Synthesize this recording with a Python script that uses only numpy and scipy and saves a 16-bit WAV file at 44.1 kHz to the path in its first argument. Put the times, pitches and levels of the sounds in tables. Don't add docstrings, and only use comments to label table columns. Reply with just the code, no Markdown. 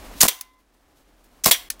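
import sys
import numpy as np
from scipy import signal
from scipy.fft import rfft, irfft
from scipy.io import wavfile
from scipy.ndimage import uniform_filter1d

SR = 44100
rng = np.random.default_rng(int(sys.argv[2]) if len(sys.argv) > 2 else 0)


def dump(signal):
    limited = np.clip(np.atleast_2d(signal).T, -1, 1)
    pcm = np.round(limited * 32767).astype(np.int16)
    wavfile.write(sys.argv[1], SR, pcm)


def natural_amplitude(level_db):
    exponent = np.asarray(level_db, float) / 20
    return 10 ** exponent


N = 79380
T = np.arange(N) / SR

# frequency in Hz, level in dB per Hz.
THIN_STEEL = [(180, -50.5), (300, -21.5), (4590, -9), (6620, -5.5), (7320, -5.5), (12100, -9), (15000, -6),
              (16000, -9)]
# frequency in Hz, level in dB per Hz.
CAN_METAL = [(150, -43), (550, -6), (1000, -8.5), (1450, -23), (1750, -5), (3400, -6.5), (7000, -4.5),
             (16500, -3)]


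def read(points, hz):
    f, value = np.transpose(points)
    return np.interp(np.log(hz + 1), np.log(f + 1), value)


def evened(x):
    return x / np.sqrt(np.mean(x ** 2) + 1e-20)


def noise(points):
    white = rfft(rng.standard_normal(N))
    return evened(irfft(white * natural_amplitude(read(points, np.fft.rfftfreq(N, 1 / SR))), N))


def dying(start, t60, rise=0.0001):
    t = np.maximum(T - start, 0)
    return (1 - np.exp(-t / rise)) * natural_amplitude(-60 * t / t60)


def ring(modes, start):
    out = np.zeros(N)
    for hz, db, t60 in modes:
        cycles = hz * rng.uniform(1.0, 1.01) * (T - start) + 0.18 * rng.random()
        out += natural_amplitude(db) * dying(start, t60) * np.sin(2 * np.pi * cycles)
    return out


def resonate(x, hz, width_hz):
    return signal.lfilter(*signal.iirpeak(hz, hz / width_hz, SR), x)


def resonant_noise(hz, width_hz):
    return evened(resonate(rng.standard_normal(N), hz, width_hz))


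def air():
    # frequency in Hz, level in dB per Hz.
    air_tone = [(25, -13.5), (55, -9), (114, -20), (285, -11), (400, -16.5), (700, -16), (3000, -27.5),
                (16000, -36.5)]
    # shot in seconds, gain just after it in dB.
    gain_drops = [
        (0.211, -24.5),
        (1.46, -13.5),
    ]
    recover_db_per_s = 8.5
    smooth = 1500
    gust = evened(uniform_filter1d(rng.standard_normal(N), size=smooth))
    bed = natural_amplitude(-44 + 0.98 * gust) * noise(air_tone)

    wind_hz, wind_width_hz, steadiness = 39.8, 16, 0.7
    rumble = signal.hilbert(resonate(resonant_noise(wind_hz, wind_width_hz), wind_hz, wind_width_hz))
    bed += natural_amplitude(-45.5) * evened(rumble.real / abs(rumble) ** steadiness)

    drone_hz, drone_width_hz = 283.3, 46
    drone = resonate(resonant_noise(drone_hz, drone_width_hz), drone_hz, drone_width_hz)
    bed += natural_amplitude(-57.5) * evened(drone)

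    gain_db = np.zeros(N)
    for shot, drop_db in gain_drops:
        gain_db = np.where(T > shot, drop_db + recover_db_per_s * (T - shot), gain_db)
    return bed * natural_amplitude(uniform_filter1d(gain_db, size=smooth))


def woods(x):
    # frequency in Hz, time to fall 60 dB in seconds.
    echo_times = [(200, 0.0606), (500, 0.26), (1000, 0.49), (3000, 0.41), (8000, .3), (16000, 0.3)]
    echoes = rng.choice([-1., 1.], SR) * (rng.random(SR) < 0.3)
    echoes[:301] = 0
    hz, t, bands = signal.stft(echoes, SR, nperseg=256)
    fade = natural_amplitude(-60 * t / read(echo_times, hz)[:, None])
    tail = signal.istft(bands * fade, SR, nperseg=256)[1]
    return signal.fftconvolve(x, tail / np.linalg.norm(tail))[:N]


def rustle():
    # middle of the puff in seconds, level in dB, length in seconds.
    puffs = [(0.188, -43.5, 0.027), (0.538, -69, .01), (0.602, -69, 0.016), (0.744, -68, 0.0095),
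             (0.978, -63, 0.019), (1.014, -68.5, .02), (1.187, -69.5, 0.019), (1.254, -62.5, .015),
             (1.347, -69, 0.044)]
    # frequency in Hz, level in dB per Hz.
    leaf_tone = [(1500, -22.5), (3000, 2.5), (8000, -1), (16000, -1.5)]
    swell = sum(natural_amplitude(db) * np.exp(-((T - s) / length) ** 2) for s, db, length in puffs)
    return noise(leaf_tone) * swell


def trigger():
    # start in seconds, level in dB, fall time (60 dB) in seconds, latch ring in dB, hand noise in dB.
    clicks = [(0.389, -35.5, .008, -31, -41), (.4104, -19, 0.015, -10, -26.5),
              (.4124, -23, 0.012, -6.5, -40), (.418, -38.5, 0.033, -27, -38.5), (1.242, -50, .02, -27, -15),
              (1.702, -11.5, .012, -5.5, -19), (1.704, -16, .016, -11, -60),
              (1.7958, -31, 0.0081, -27, -28.5)]
    # frequency in Hz, level in dB per Hz.
    click_tone = [(600, -46.5), (1200, -8.5), (3000, -13), (6200, 0), (8300, -9.5), (10200, 0.5),
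                  (12000, -4.5), (16000, -1)]
    # frequency in Hz, level in dB per Hz.
    hand_tone = [(800, -20), (2000, -4), (6000, 0), (10000, -1), (15700, -9), (15900, -60)]
    # pitch in Hz, level in dB, fall time (60 dB) in seconds.
    latch = [(1780, -12, .035), (2550, -11, .022), (3600, -12, .02), (4400, -11, .02), (5900, -6, .012),
             (6500, -4, .014), (10100, -2, .014), (14500, -5, .01)]
    out = np.zeros(N)
    for s, db, t60, latch_db, hand_db in clicks:
        tick = 0.92 * noise(click_tone) * dying(s, t60)
        hand = natural_amplitude(hand_db) * noise(hand_tone) * dying(s, 0.098)
        out += natural_amplitude(db) * (tick + hand + natural_amplitude(latch_db) * ring(latch, s))
    return signal.sosfilt(signal.butter(3, 888, "high", fs=SR, output="sos"), out)


def can_rocks():
    # start in seconds, level in dB, ring in Hz, fall time (60 dB) in seconds.
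    rocks = [(.313, -26.5, 2445, 0.026), (0.32, -37.5, 560, 0.027), (1.545, -20.5, 2270, 0.044),
             (1.575, -48, 3530, 0.06)]
    out = np.zeros(N)
    for s, db, hz, t60 in rocks:
        knock = resonant_noise(hz, 450) + natural_amplitude(-8) * noise(CAN_METAL)
        out += natural_amplitude(db) * dying(s, t60, 0.0015) * knock
    return out


def can_hits():
    # start in seconds, crack in dB, ring in dB, crack fall time (60 dB) in seconds.
    hits = [(.2831, -7.5, -34.5, .04), (.2845, -17.5, -45, 0.016), (.288, -16, -34.5, 0.0476),
            (1.5119, -4.5, -20.5, 0.0946), (1.516, -14, -25.5, 0.037)]
    # pitch in Hz, level in dB, fall time (60 dB) in seconds.
    can_modes = [(1998, -13.5, 0.16), (2520, -16, 0.12), (3168, -9.5, 0.21), (3320, -1.5, 0.13),
                 (3650, 1.5, 0.073), (3900, -18, 0.19), (4494, -3, 0.048), (5800, -7.5, 0.17)]
    snap_db, snap_t60 = 8, 0.002
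    shaken = [resonant_noise(hz, 150) for hz, _, _ in can_modes]
    out = np.zeros(N)
    for s, crack_db, ring_db, t60 in hits:
        snap = natural_amplitude(snap_db) * dying(s, snap_t60)
        out += natural_amplitude(crack_db) * noise(CAN_METAL) * (dying(s, t60) + snap)
        rough = sum(natural_amplitude(db) * dying(s, fall) * x for (_, db, fall), x in zip(can_modes, shaken))
        out += natural_amplitude(ring_db) * (0.13 * ring(can_modes, s) + rough)
    return out


def spring():
    # level in dB, fall time (60 dB) in seconds.
    notes_sung = [
        (-49, 1.5),
        (-49, 1.0),
    ]
    # start in seconds, damped by hand in seconds, low note in dB, high note in dB.
    songs = [
        (.235, .62, 0, 0),
        (1.465, 1.68, -12, 3),
    ]
    low_hz = 1022.5
    out = np.zeros(N)
    for s, end, *shot_levels in songs:
        damping = np.clip((end - T) / 0.024, 0, 1)
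        for k, (db, t60) in enumerate(notes_sung):
            tone = np.sin(2 * np.pi * (k + 1) * low_hz * T)
            out += natural_amplitude(db + shot_levels[k]) * dying(s, t60, 0.02) * damping * tone
    return out


def steel_knocks():
    # start in seconds, level in dB, ring in Hz, fall time (60 dB) in seconds.
    knocks = [(0.2073, -4, 6860, 0.021), (0.2113, -8.5, 7340, 0.014), (0.2134, -1, 6400, .02),
              (.2183, -3.5, 6320, 0.012), (0.2252, -1, 4350, 0.0047), (0.2299, -4.5, 7640, 0.017),
              (0.2328, -2.5, 9000, 0.0059), (0.241, -10, 7700, 0.0066), (0.2501, -9.5, 8000, .008),
              (0.258, -17, 8800, 0.0017), (.2705, -16, 6440, .006), (1.4426, -12.5, 6410, 0.0116),
              (1.4455, -13.5, 7500, 0.021), (1.4539, -18.5, 5390, 0.036), (1.4589, -7, 5350, 0.017),
              (1.4608, -11.5, 7750, 0.0111), (1.479, -16.5, 8140, 0.0059), (1.4844, -9, 6800, 0.0034),
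              (1.4985, -21, 7460, 0.0041)]
    clack, hiss = noise(THIN_STEEL), noise(THIN_STEEL)
    out = np.zeros(N)
    for s, db, hz, t60 in knocks:
        ringing = evened(resonate(hiss, hz, 380))
        out += natural_amplitude(db) * dying(s, t60) * (clack + natural_amplitude(-6) * ringing)
    return out


def air_rush():
    # start in seconds, piston stop in seconds, spring run in dB, air at the stop in dB.
    rushes = [
        (0.213, 0.222, -16, -11),
        (1.459, 1.456, -24, -10.5),
    ]
    # frequency in Hz, level in dB per Hz.
    rush_tone = [(180, -36), (300, -3.5), (656, -4), (1510, -6), (1660, -7), (3760, -7.5), (14500, -4.5),
                 (16000, -7)]
    rattles_per_s, rattle_db, t60 = 3000, 4, 0.19
    grit = evened(uniform_filter1d(rng.standard_normal(N), size=SR // rattles_per_s))
    out = np.zeros(N)
    for start, stop, run_db, stop_db in rushes:
        run = natural_amplitude(run_db) * noise(THIN_STEEL) * dying(start, t60) * (T < stop)
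        escape = natural_amplitude(stop_db) * noise(rush_tone) * dying(stop, t60, 0.006)
        out += natural_amplitude(rattle_db * grit) * (run + escape)
    return out


def piston_thumps():
    # start in seconds, level in dB, push length in seconds, stock ring in dB.
    thumps = [
        (.2335, -8, 0.0011, -5.5),
        (0.2532, -5.5, 0.00058, -10.5),
        (1.4611, -7.5, .0012, -4),
        (1.4827, -5.5, 0.00064, -11),
    ]
    # pitch in Hz, level in dB, fall time (60 dB) in seconds.
    stock = [(211, -1, 0.042), (686, 2, 0.018), (1060, 1, 0.023), (302, -14.5, .05)]
    out = np.zeros(N)
    for s, db, length, stock_db in thumps:
        u = np.maximum(T - s, 0) / length
        push = -u * (2 - u) * np.exp(-u)
        out += natural_amplitude(db) * (push + natural_amplitude(stock_db) * ring(stock, s))
    return out


def scene():
    shots = steel_knocks() + air_rush() + piston_thumps() + can_hits() + can_rocks()
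    mix = air() + natural_amplitude(-18) * woods(shots) + rustle() + spring() + shots
    top_edge = signal.firwin(511, 15850, window=("kaiser", 5), fs=SR)
    mix = signal.oaconvolve(mix, top_edge, "same")
    return (mix + trigger())[None]


def band_limit(x):
    return signal.sosfilt(signal.butter(12, 16650, fs=SR, output="sos"), x)


def record(dry):
    # attack in seconds, dip in dB, dip length in seconds, noise swell in dB.
    dips = [(0.2057, -1, 0.0012, -23.5), (0.2813, -18, 0.0071, -23.5), (.4105, -2, 0.00478, -66),
            (1.4401, -25.5, 0.0025, -22), (1.511, -9.5, 0.0056, -25.5), (1.703, -19.5, 0.011, -38)]
    lead_s, edge_s, fade_db_per_s = 0.0035, 0.0015, 3000
    dip_db, lead = np.zeros(N), np.zeros(N)
    for s, db, length, lead_db in dips:
        before = T < s - lead_s / 2
        dip_db += db * np.clip((T - s + lead_s + length) / edge_s, 0, 1) * before
        rise = np.clip(1 + (T - s) / lead_s, 0, 1)
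        lead += natural_amplitude(lead_db) * rise * natural_amplitude(-fade_db_per_s * np.maximum(T - s, 0))
    lead_noise = lead * noise(THIN_STEEL + [(16200, -57)])
    bass = signal.sosfiltfilt(signal.butter(2, 580, fs=SR, output="sos"), dry)
    limited = bass * natural_amplitude(0.31 * dip_db) + (dry - bass) * natural_amplitude(dip_db)
    return band_limit(np.clip(limited + lead_noise, -1, 1))


dry = scene()
out = record(dry)
dump(out)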